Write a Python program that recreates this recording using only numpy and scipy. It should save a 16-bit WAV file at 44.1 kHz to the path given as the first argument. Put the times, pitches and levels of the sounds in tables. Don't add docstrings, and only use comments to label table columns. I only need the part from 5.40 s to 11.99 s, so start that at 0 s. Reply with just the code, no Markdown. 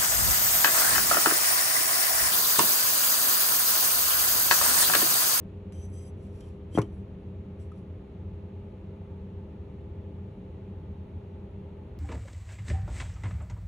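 import sys
import numpy as np
from scipy import signal
from scipy.fft import rfft, irfft
from scipy.io import wavfile
from scipy.ndimage import uniform_filter1d

SR = 44100
rng = np.random.default_rng(int(sys.argv[2]) if len(sys.argv) > 2 else 0)


def wav_record(signal):
    frames = np.transpose(np.atleast_2d(signal))
    bounded = np.clip(frames, -1, 1)
    quanta = np.round(bounded * 32767).astype(np.int16)
    wavfile.write(sys.argv[1], SR, quanta)


N = 290619
TIME, HZ = np.arange(N) / SR, np.fft.rfftfreq(N, 1 / SR)

# pitch_hz, width_hz, level_db
CASE_MODES = [(3190, 40, -8.5), (4980, 80, -9.5), (6030, 45, -1.5), (7746, 99, -1.5), (9730, 69, -4.5),
              (10740, 66, -3.5), (10960, 66, -6.5)]
# frequency_hz, density_db
SKIN_SPECTRUM = [(800, -25.5), (2500, 5), (4200, -2.5), (5800, 1.5), (6600, -7.5), (7600, 4), (9000, -3.5),
                 (10600, 3.5), (11700, -12), (13000, -29)]


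def amp(db):
    return 10 ** (np.asarray(db) / 20)


def unit(x):
    return x / np.sqrt(np.mean(x ** 2) + 1e-30)


def curve(points):
    hz, value = np.transpose(points)
    return np.interp(np.log(HZ + 1), np.log(hz + 1), value)


def add(mix, start_s, sound):
    part = mix[..., round(start_s * SR):][..., :sound.shape[-1]]
    part += sound[..., :part.shape[-1]]


def drift(cutoff_hz):
    return unit(irfft(rfft(rng.standard_normal(N)) / (1 + (HZ / cutoff_hz) ** 4), N))


def noise_pair(density):
    # frequency_hz, coherence
    port_coherence = [(100, 1), (380, 0.97), (520, 0.48), (680, 0.2), (1400, 0.33), (1850, 0.96),
                      (2600, 0.2), (4500, 0.3), (5900, 0.98), (7400, 0.9), (9000, 1), (11000, 0.9)]
    a, b = rfft(rng.standard_normal((2, N)))
    coherence = np.clip(curve(port_coherence), 0, .9995)
    mid, side = a * np.sqrt((1 + coherence) / 2), b * np.sqrt((1 - coherence) / 2)
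    return irfft(np.array([mid + side, mid - side]) * density, N) * np.sqrt(SR / 2)


def resonance_power(modes):
    return sum(amp(db) ** 2 / (1 + ((HZ - hz) / (0.68 * width)) ** 2) ** 2 for hz, width, db in modes)


def resonant_noise(modes):
    return noise_pair(np.sqrt(resonance_power(modes)))


def fan_hum(shaft_hz=30.92, pull_hz=120, waver_hz=.15, flutter=0.065):
    shaft_orders = {3: -50, 5: -57.5, 10: -64.5, 11: -71.5, 13: -54.5, 14: -75.5, 15: -74.5}
    pull_orders = {1: -54, 3: -72, 5: -77}
    # pitch_hz, level_db
    motor_tones = [(222, -71), (378, -66), (391, -71.5), (553, -78.5), (611, -77.5)]
    tones = [(k * shaft_hz, db) for k, db in shaft_orders.items()]
    tones += [(k * pull_hz, db) for k, db in pull_orders.items()]
    whine_hz, sideband_db, step_db = 13 * shaft_hz, -66, -6.5
    tones += [(whine_hz + (k + 1) * pull_hz, sideband_db + k * step_db) for k in range(4)]
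    hum = np.zeros(N)
    for hz, db in tones + motor_tones:
        cycles = np.cumsum(hz + waver_hz * drift(2.13)) / SR + rng.random()
        hum += amp(db) * np.sqrt(2) * np.sin(2 * np.pi * cycles) * (1 + flutter * drift(1.6))
    return hum


def fan_air(ripple_db=0.7):
    # frequency_hz, density_db
    air_spectrum = [(15, -99), (34, -79), (55, -66.5), (130, -76.5), (250, -77), (390, -77.5), (520, -85),
                    (680, -90.5), (1150, -95.5), (1600, -103), (2700, -103), (4000, -111), (5600, -123),
                    (10500, -122.5), (12500, -133)]
    # pitch_hz, width_hz, peak_density_db
    room_modes = [(72.5, 12, -64), (87.3, 12.5, -54), (163, 12, -69), (193.4, 17.5, -61), (503, 35, -79.5),
                  (632, 61, -87.5), (858, 74, -88.5), (2410, 230, -108)]
    ripple = unit(uniform_filter1d(uniform_filter1d(rng.standard_normal(len(HZ)), size=130), size=130))
    ripple *= np.clip(HZ / 700 - .5, 0, 1)
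    power = amp(curve(air_spectrum)) ** 2 + resonance_power(room_modes)
    return noise_pair(np.sqrt(power) * amp(ripple_db * ripple))


def finger_slides(level_db=1, grain_db=0.4, swell_db=21.5, smooth_release_s=0.093,
                  sticky_release_s=0.028):
    # full_pressure_s, hold_s, level_db, rise_s, stickiness (0-1)
    strokes = [(0.326, .13, -64.5, 0.0064, 0.74), (0.551, 0.13, -62, 0.086, 0.92),
               (0.83, .04, -72.5, 0.097, 0.3), (0.96, 0.13, -70, 0.12, 0.06),
               (1.358, 0.0058, -50, 0.036, 0.6), (1.415, .022, -70.5, .04, 0), (1.525, .075, -80, .1, .65),
               (2.197, 0.036, -71.5, 0.011, 0.3), (2.378, .008, -77, 0.11, .3)]
    ring_power, hiss_power = np.zeros((2, N))
    for full_s, hold_s, db, rise_s, sticky in strokes:
        release_s = smooth_release_s + sticky * (sticky_release_s - smooth_release_s)
        before = np.maximum(full_s - TIME, 0) / rise_s
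        after = np.maximum(TIME - full_s - hold_s, 0) / release_s
        power = amp(db - swell_db * np.minimum(before + after, 10)) ** 2
        ring_power += sticky * power
        hiss_power += (1 - sticky) * power
    ring = unit(sum(resonant_noise([mode]) * amp(2 * drift(5.5)) for mode in CASE_MODES))
    hiss = unit(noise_pair(amp(curve(SKIN_SPECTRUM))))
    grainy_gain = amp(level_db + grain_db * drift(90))
    return grainy_gain * (np.sqrt(ring_power) * ring + np.sqrt(hiss_power) * hiss)


def finger_squeaks(jitter_hz=65):
    # start_s, level_db, length_s, pitch_hz
    squeaks = [(0.316, -72, 0.14, 3130), (0.359, -62.5, 0.13, 6030), (0.506, -70, 0.19, 6040),
               (1.002, -69, 0.06, 3150), (1.315, -68, 0.032, 3160), (1.344, -47, 0.029, 3170),
               (1.417, -62, 0.014, 6100), (1.423, -52, 0.0076, 3000), (1.424, -70, 0.046, 3150)]
    out = np.zeros(N)
    for start_s, db, length_s, hz in squeaks:
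        count = int(length_s * SR)
        cycles = np.cumsum(hz + jitter_hz * drift(560)[:count]) / SR
        envelope = amp(db) * signal.windows.tukey(count, .7)
        add(out, start_s, envelope * np.sqrt(2) * np.sin(2 * np.pi * cycles))
    return out


def case_ticks(burst_decay_s=0.0049, crack_db=-4, ring_db=-5, ring_decay_s=0.0039):
    # start_s, level_db
    ticks = [(0.323, -57.5), (1.007, -55.5), (1.376, -47), (1.387, -41), (1.4168, -44.5), (2.3186, -68)]
    out, t = np.zeros((2, N)), TIME[:SR // 8]
    hiss = unit(noise_pair(amp(curve(SKIN_SPECTRUM))))
    crack = amp(crack_db) * unit(resonant_noise([(2360, 2300, 0)]))
    for start_s, db in ticks:
        burst = (hiss + crack)[:, round(start_s * SR):][:, :len(t)] * np.exp(-t / burst_decay_s)
        modes = sum(amp(mode_db) * np.sin(2 * np.pi * (hz * t + rng.random()))
                    for hz, _, mode_db in CASE_MODES)
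        ring = amp(ring_db) * unit(modes) * np.exp(-t / ring_decay_s)
        add(out, start_s, amp(db) * (burst + ring))
    return out


def impacts(blow_decay_cycles=0.96, rattle_decay_s=0.0057, onset_cycles=0.17):
    # start_s, level_db, pitch_hz
    blows = [(1.3515, -19.5, 282), (1.3756, -11.5, 690), (1.3762, -10.5, 280), (1.3844, -14, 1040),
             (1.3864, -8.5, 425), (1.3882, -12, 127)]
    # start_s, level_db, pitch_hz
    rattles = [(1.3915, -29, 1005), (1.4167, -39.5, 1175), (1.4327, -28.5, 314), (2.318, -49, 1250)]
    contacts = [(start_s, db, hz, blow_decay_cycles / hz) for start_s, db, hz in blows]
    contacts += [(*rattle, rattle_decay_s) for rattle in rattles]
    out, t = np.zeros(N), TIME[:SR // 2]
    for start_s, db, hz, decay_s in contacts:
        onset = 1 - np.exp(-hz * t / onset_cycles)
        add(out, start_s, amp(db) * onset * np.sin(2 * np.pi * hz * t) * np.exp(-t / decay_s))
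    return out


def grip_crunch(drive, level_db=-20, smoothing_s=0.0054):
    pole = np.exp(-1 / (smoothing_s * SR))
    envelope = np.sqrt(signal.lfilter([1 - pole], [1, -pole], drive ** 2 + 1e-20))
    return amp(level_db) * envelope * unit(resonant_noise([(1060, 900, -1.5), (2150, 350, -3.5)]))


def wall_reflections(drive, level_db=-18, t60_s=0.29, cutoff_hz=2500, delay_s=.006):
    t = TIME[:SR // 2]
    dull_noise = noise_pair(1 / (1 + (HZ / cutoff_hz) ** 2))[:, :len(t)]
    tail = dull_noise * amp(-60 * t / t60_s) * (t > delay_s)
    tail /= np.sqrt(np.sum(tail ** 2) / 2 * SR / (2 * cutoff_hz))
    return amp(level_db) * signal.fftconvolve(drive[None], tail, axes=1)[:, :N]


def knock(body_db=-50, low_cut_hz=75):
    # pitch_hz, level_db, t60_s
    body_modes = [(109.6, -0.5, 0.15), (183, 2, 0.093), (313.4, -2.5, 0.22), (407.5, -3.5, 0.14),
                  (527, -7.5, 0.16), (667, -5, 0.21), (755, -19, .1), (890, 0, 0.12), (1067, 3, 0.079),
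                  (1290, 7.5, 0.05), (1390, 5, 0.044), (2020, -2, 0.054), (2130, -11, 0.097)]
    drive, t = impacts(), TIME[:SR // 2]
    response = sum(amp(db - 60 * t / t60_s) * np.cos(2 * np.pi * hz * t) for hz, db, t60_s in body_modes)
    body = amp(body_db) * signal.fftconvolve(drive, response)[:N]
    pan_db = curve([(150, .2), (350, 1.0), (650, 3.4), (1200, 1.0), (2000, 0.2)])
    direct = irfft(rfft(drive + body) * amp([pan_db, -pan_db]), N)
    sound = direct + grip_crunch(drive) + wall_reflections(drive)
    return signal.sosfilt(signal.butter(2, low_cut_hz, "high", fs=SR, output="sos"), sound)


def hand_hollow(level_db=-85, midway_s=2.8, fade_s=.4):
    nearness = np.clip((TIME - midway_s) / fade_s + .5, 0, 1)
    return nearness * resonant_noise([(855, 42, level_db), (943, 45, level_db - 7.0)])


def scene():
    fan = (fan_air() + hand_hollow() + fan_hum()) * amp([[.2], [-.2]])
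    return fan + finger_slides() + finger_squeaks() + case_ticks() + knock()


def record(dry, cutoff_hz=12400):
    # frequency_hz, lead_rad
    port_lead = [(0, 0), (520, 0), (860, .7), (1650, 0), (3100, .6), (4000, .8), (4850, 3.1), (5650, 6.2),
                 (6250, 6.4), (8500, 9.3), (9500, 9.6), (11800, 12.4)]
    lead_rad = np.interp(HZ, *np.transpose(port_lead))
    ports = irfft(rfft(dry) * np.exp(.5j * np.array([lead_rad, -lead_rad])), N)
    low_pass = signal.firwin(255, cutoff_hz, window=("kaiser", 8), fs=SR)
    return signal.oaconvolve(ports, low_pass[None], "same")


dry = scene()
out = record(dry)
wav_record(out)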